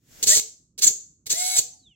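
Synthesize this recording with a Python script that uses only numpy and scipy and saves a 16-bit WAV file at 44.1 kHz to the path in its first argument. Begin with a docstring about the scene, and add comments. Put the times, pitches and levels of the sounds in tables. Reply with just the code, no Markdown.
"""On a workbench in a hard room, small brushless drone motors twitch, spin up and brake three times near a phone.
Rough kicks of the drive current ring the metal bells, magnets whine on multiples of the shaft speed,
and the frame and an arm shake. After the last burst the rotors coast down, singing faintly.
A hiss swells before the first burst, the room rings on after each sound, and a low hum lies under it all."""
import sys
import numpy as np
from scipy import signal
from scipy.fft import rfft, irfft
from scipy.io import wavfile
from scipy.ndimage import uniform_filter1d, map_coordinates

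SR = 44100
rng = np.random.default_rng(int(sys.argv[2]) if len(sys.argv) > 2 else 0)


def field_ratio(decibels):
    """Amplitude ratio for a level in dB (20 dB per decade); scalars and array-likes work."""
    return 10 ** (np.asarray(decibels, dtype=float) / 20)


def to_wav(s):
    """Save 16-bit WAV."""
    ch = np.atleast_2d(s).T  # columns
    pcm = np.round(np.clip(ch, -1, 1) * 32767)  # PCM
    wavfile.write(sys.argv[1], SR, pcm.astype(np.int16))


N = 85995  # length in samples


def unit(x):
    """Scale to rms 1."""
    return x / np.sqrt(np.mean(x ** 2, axis=-1, keepdims=True))


def on_log(hz, table):
    """Read a (f/Hz, value) table on a logarithmic frequency axis."""
    points = np.array(table, float)
    return np.interp(np.log(np.maximum(hz, 1)), np.log(points[:, 0]), points[:, 1])


def colour(x, table):
    """Make each frequency louder or softer, following a (f/Hz, level/dB) table."""
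    gain = field_ratio(on_log(np.fft.rfftfreq(N, 1 / SR), table))
    return irfft(rfft(x) * gain, N)


def ring(x, hz, width):
    """Two-pole resonance 'width' Hz wide, with gain 1 at its centre."""
    return signal.lfilter(*signal.iirpeak(hz, hz / width, fs=SR), x)


def walk(rate):
    """Wandering random curve: 'rate' new values a second, each held and then smoothed twice."""
    hold = int(SR / rate)
    steps = np.repeat(rng.standard_normal(N // hold + 1), hold)
    return 1.22 * uniform_filter1d(uniform_filter1d(steps, hold), hold)[:N]


def read(tables, col, off):
    """One column of several tables drawn along time, with the value 'off' outside them."""
    t = np.arange(N) / SR
    out = np.full(N, float(off))
    for rows in tables:
        points = np.array(rows, float)
        on = (t >= points[0, 0]) & (t <= points[-1, 0])
        out[on] = np.interp(t[on], points[:, 0], points[:, col])
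    return out


def later(x, seconds):
    """Delay, also by fractions of a sample."""
    return map_coordinates(x, [np.arange(N) - seconds * SR], order=3, mode="nearest")


def whine(shaft, orders, flutter_db):
    """Sines on multiples of the shaft speed, each wavering in pitch and level."""
    total = 0
    for multiple, db in orders:
        speed = shaft * (1 + .002 * walk(90))
        turns = np.cumsum(speed) / SR
        sine = np.sqrt(2) * np.sin(2 * np.pi * (multiple * turns + rng.random()))
        total = total + field_ratio(db + flutter_db * walk(59.56)) * sine
    return total


# how fast the shaft turns, one list for each burst: (t/s, f/Hz)
SHAFT_SPEED = [
    [(.22, 20), (.265, 40), (.285, 75), (.3, 90), (.32, 102), (.345, 112), (.36, 86), (.37, 72), (.4, 40)],
    [(.77, 22), (.82, 48), (.84, 75), (.855, 87), (.865, 95), (.876, 84), (.885, 74), (.915, 55)],
    [(1.25, 20), (1.3, 45), (1.33, 97), (1.35, 108), (1.38, 116.6), (1.42, 120.6), (1.46, 122.4),
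     (1.5, 122.7), (1.567, 122.9), (1.59, 84), (1.605, 85), (1.63, 72)],
]


def shaft_speed():
    """The shaft spins up and is braked in each burst; 20 Hz stands in between bursts."""
    return read(SHAFT_SPEED, col=1, off=20)


# how hard the drive works, one list for each burst: (t/s, rasp level/dB, frame shake level/dB against the rasp,
# whine level/dB before motor() takes off 10, left over right level/dB)
EFFORT = [
    [(0.227, -21.5, -24.5, -2, 2.5), (0.241, -20.5, -22.5, 2, -4), (0.259, -39, -19, -1.5, 11.5),
     (0.273, -17.5, -24.5, -1, -3.0), (0.301, -17.5, -27, 0, 0), (0.333, -20, -31.5, -5, -1.5),
     (0.365, -19, -14.5, 0, -1), (0.4, -24, -20.5, -2, -2.5)],
    [(0.778, -40.5, -21, -7, -1.5), (0.792, -27, -27.5, -1, -3.5), (0.808, -45.5, -12.5, -1, -7),
     (0.822, -21, -37, 0, -1.5), (0.846, -17.5, -22, 2, 0), (0.862, -28, -11.5, 1, -4.0),
     (0.878, -18, -23.5, 0.5, -2), (0.915, -41.5, -10.5, 3, 8.5)],
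    [(1.258, -54, -7.5, -1, 0.5), (1.268, -28.5, -23.5, -5, -6), (1.29, -46, -20.5, -1, 5),
     (1.304, -19.5, -29.5, 0.5, 2), (1.33, -23.5, -23.5, 7, -3), (1.338, -28, -12.5, 1, 3),
     (1.364, -30, -36, -7.5, 0.5), (1.472, -27, -36, -15, -1.5), (1.544, -28, -39.5, -6, 3.5),
     (1.592, -18, -18.5, 5.5, -2.5), (1.63, -64, -16.5, 2.5, -2.5)],
]
# colour of the motor's rasp and whine: (f/Hz, level/dB)
MOTOR_COLOUR = [(470, -48), (800, -34.5), (1200, -25), (2150, -14), (2700, -14), (4000, -2), (5500, -4),
                (7500, -3), (9300, -8.5), (12000, -12), (16000, -7.5)]


def motor(shaft):
    """Kicks, switching noise and whine take on the motor's colour and ring the bells; the frame shakes."""
    effort_db = read(EFFORT, col=1, off=-140)
    switching_noise = field_ratio(-3) * rng.standard_normal(N)
    rasp = unit(kicks(shaft)) + switching_noise
    scale = 1 / np.std(colour(rasp, MOTOR_COLOUR))  # brings the coloured rasp to rms 1
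    rasp = rasp * field_ratio(.6 * walk(250))  # a slight flutter
    whine_db = read(EFFORT, col=3, off=-54.5) - 10
    tone = field_ratio(whine_db) * cogging(shaft) + fast_lines(shaft)
    drive = colour(rasp + tone, MOTOR_COLOUR) * scale * field_ratio(effort_db)
    return drive + bells(drive, effort_db), frame(effort_db)


def kicks(shaft):
    """Each switching of the coils kicks the rotor, with random sign and size."""
    per_turn, jitter = 42, .5  # kicks before jitter (which adds about 13 %), spread of log rate
    rate = shaft * per_turn
    count = np.cumsum(rate * np.exp(jitter * rng.standard_normal(N)) / SR)
    size = rng.standard_normal(N) * field_ratio(3 * rng.standard_normal(N))
    clicks = np.diff(np.floor(count), prepend=0) * size
    return clicks / np.sqrt(rate / SR)  # about equal power at every speed


# magnets passing the teeth: (multiple of the shaft speed, level/dB)
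COGGING = [(84, 0)]


def cogging(shaft):
    """Magnets passing the teeth whine; silent below 45 Hz shaft speed, full from 75 Hz."""
    return np.clip((shaft - 45) / 30, 0, 1) * whine(shaft, COGGING, flutter_db=6)


# extra whine lines at full speed: (multiple of the shaft speed, level/dB)
FAST_LINES = [(32, -18), (63.5, -8), (72, -10), (82, -12), (83, -15), (84, -9), (90, -13)]


def fast_lines(shaft):
    """More whine lines fade in as the shaft goes from 108 to 118 Hz."""
    return np.clip((shaft - 108) / 10, 0, 1) * whine(shaft, FAST_LINES, flutter_db=3)


# ringing of the motor bells: (f/Hz, width/Hz, level/dB)
BELLS = [(4416, 120, -1.5), (5140, 67, -4.5), (6285, 576, 2.5), (7102, 290, 9), (7538, 297, 6.5),
         (9040, 1100, 3)]


def bells(drive, effort_db):
    """The metal bells are resonances struck by the drive, ringing out more at high effort."""
    load_db = .9 * (np.maximum(effort_db, -40) + 23.5)  # .9 dB more for each dB of effort
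    loaded = drive * field_ratio(load_db)
    total = 0
    for k, (hz, width, db) in enumerate(BELLS):
        total = total + (-1) ** k * field_ratio(db) * ring(loaded, hz, width)
    return total


# colour of the shaking frame: (f/Hz, level/dB)
FRAME = [(18, -34.5), (30, -12.5), (92, 2), (284, -4), (468, 6), (539, -8.5), (631, -3), (737, -14.5),
         (826, -6), (900, -17), (1170, -43), (1980, -120)]


def frame(effort_db):
    """The frame shakes: a low noise, uneven in level, that follows the effort."""
    noise = rng.standard_normal(N) * field_ratio(3.25 * walk(60.69))
    return unit(colour(noise, FRAME)) * field_ratio(effort_db + read(EFFORT, col=2, off=-30))


# low whine, one list for each burst: (t/s, level/dB before scene() sets its share)
LOW = [
    [(.28, -75), (.305, -51), (.335, -38.5), (.35, -51.5), (.36, -81)],
    [(.83, -77), (.855, -57), (.87, -57.5), (.88, -78)],
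    [(1.31, -66), (1.34, -58.5), (1.38, -48), (1.42, -42.5), (1.48, -51), (1.5, -54.5), (1.56, -46),
     (1.575, -54), (1.59, -86.5)],
]
# lines of the low whine: (multiple of the shaft speed, level/dB)
LOW_LINES = [(6, 0), (12, -20), (18, -4)]


def arm(shaft):
    """Low multiples of the shaft speed shake the arm, whose own resonance rings on."""
    arm_hz, arm_t60 = 732, .55  # Hz; seconds to die by 60 dB
    low = field_ratio(read(LOW, col=1, off=-140)) * whine(shaft, LOW_LINES, flutter_db=3.5)
    return low + ring(low, arm_hz, np.log(1000) / np.pi / arm_t60)


# one list for each coasting rotor: (t/s, shaft f/Hz, level/dB)
COAST = [
    [(1.72, 66, -88), (1.76, 60.5, -68), (1.8, 53.7, -58), (1.84, 46.7, -64), (1.92, 34.8, -63),
     (1.96, 30, -66)],
    [(1.7, 76, -72), (1.735, 74, -54), (1.755, 70, -76), (1.8, 58.5, -78), (1.84, 52, -75), (1.88, 46, -75),
     (1.92, 41.4, -69), (1.96, 37, -74)],
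]
# lines of the coasting whine: (multiple of the shaft speed, level/dB)
COAST_LINES = [(66, -25), (84, -3), (168, -28)]
# multiple 14 of the first rotor sounds briefly: (t/s, level/dB)
COAST_LOW = [(1.7, -88), (1.73, -72), (1.77, -74), (1.8, -90)]


def coasting():
    """Unpowered rotors slow down and sing as the magnets pass the teeth."""
    first = read([COAST[0]], col=1, off=18)
    total = field_ratio(read([COAST_LOW], col=1, off=-140)) * whine(first, [(14, 0)], flutter_db=3)
    for rotor in COAST:
        shaft = read([rotor], col=1, off=18)
        level = field_ratio(read([rotor], col=2, off=-140))
        total = total + level * whine(shaft, COAST_LINES, flutter_db=5)
    return total


# decay time of the room: (f/Hz, time to die by 60 dB/s)
ROOM_T60 = [(100, 0.2), (700, 0.43), (2000, 0.28), (4000, 0.31), (7000, 0.41), (10000, 0.18), (15000, 0.19)]
# colour of the room: (f/Hz, level/dB)
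ROOM_COLOUR = [(100, -1.5), (700, 6.5), (1100, -17.5), (2500, 5.5), (4500, -3.5), (7000, 2.5), (10000, -4),
               (15000, 15)]


def room(x):
    """Dense reflections, each band dying at its own rate, different left and right."""
    t = np.arange(SR) / SR
    tail = 0
    for hz in 70 * 2 ** np.arange(0, 8, .5):
        band = signal.lfilter(*signal.iirpeak(hz, 2.5, fs=SR), rng.standard_normal((2, SR)))
        fall_db = 60 * t / on_log(hz, ROOM_T60)
        fall = field_ratio(-fall_db) + field_ratio(-24.5 - fall_db / .97)  # a weak second tail dies a little faster
        tail = tail + band * field_ratio(on_log(hz, ROOM_COLOUR)) * fall
    tail = tail * (1 - np.exp(-t / .004))  # reflections build up over some 4 ms
    tail = tail / np.sqrt(np.sum(tail ** 2) / 2)
    return signal.fftconvolve(x[None], tail, axes=1)[:, :N]


def stereo_noise(table, likeness):
    """Coloured noise at rms 1; likeness 0 = left and right unrelated, 1 = identical."""
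    middle, side = rng.standard_normal((2, N))
    sides = np.sqrt(1 - likeness) * side * np.array([[1], [-1]])
    return unit(colour(np.sqrt(1 + likeness) * middle + sides, table))


# swell of the hiss before the first burst: (t/s, level/dB)
HISS = [(0.0, -79), (0.124, -52.5), (0.218, -46), (0.226, -41.5)]
# colour of the hiss: (f/Hz, level/dB)
HISS_COLOUR = [(240, 0), (400, -2.5), (1160, -14), (1510, -8), (2930, -9), (3640, -6.5), (3930, -9),
               (7400, -2), (8760, -14.5), (16000, -9.5)]


def hiss():
    """Coloured noise swells, then stops as the first burst begins."""
    return stereo_noise(HISS_COLOUR, .21) * field_ratio(read([HISS], col=1, off=-140))


# colour of the hum: (f/Hz, level/dB)
HUM_COLOUR = [(12, -36), (20, -55), (48, -6), (124, -4), (281, -11), (573, -33), (908, -51), (1010, -40),
              (1440, -44), (1740, -55), (3000, -53), (3900, -83), (6600, -120)]


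def hum():
    """Low noise wandering in level, 3 dB stronger on the right."""
    sides_db = np.array([[-1.5], [1.5]])
    return stereo_noise(HUM_COLOUR, 1.0) * field_ratio(-67.5 + 3.4 * walk(38) + sides_db)


def scene():
    """Two motors, the arm and the coasting rotors up close; the room, the hiss and the hum around them."""
    lag, low_lag, likeness = .0001, .00054, .66  # s; s; share of the first motor on the right
    shaft = shaft_speed()
    first, shake = motor(shaft)
    second, second_shake = motor(shaft)
    low = arm(shaft)
    pan_db = read(EFFORT, col=4, off=-1.3)
    right = likeness * later(first, lag) + np.sqrt(1 - likeness ** 2) * second
    near = np.array([first, right]) * field_ratio(np.array([pan_db, -pan_db]) / 2)
    near = near + np.array([field_ratio(-5) * shake, shake + second_shake])
    near = near + field_ratio(9.5) * np.array([later(low, low_lag), low])  # the low whine comes later on the left
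    near = near + coasting() * field_ratio(np.array([[-1.5], [1.5]]))
    return near + field_ratio(-11.5) * room(first + shake + low) + hiss() + hum()


def band_limit(x):
    """A steep low-pass at the top of the band."""
    return signal.sosfilt(signal.butter(12, 17010, fs=SR, output="sos"), x)


def record(dry):
    """The phone cuts the treble steeply above 15800 Hz."""
    low_pass = signal.ellip(8, .2, 70, 15800, fs=SR, output="sos")
    mix = signal.sosfilt(low_pass, dry)
    return band_limit(mix)


dry = scene()
out = record(dry)
to_wav(out)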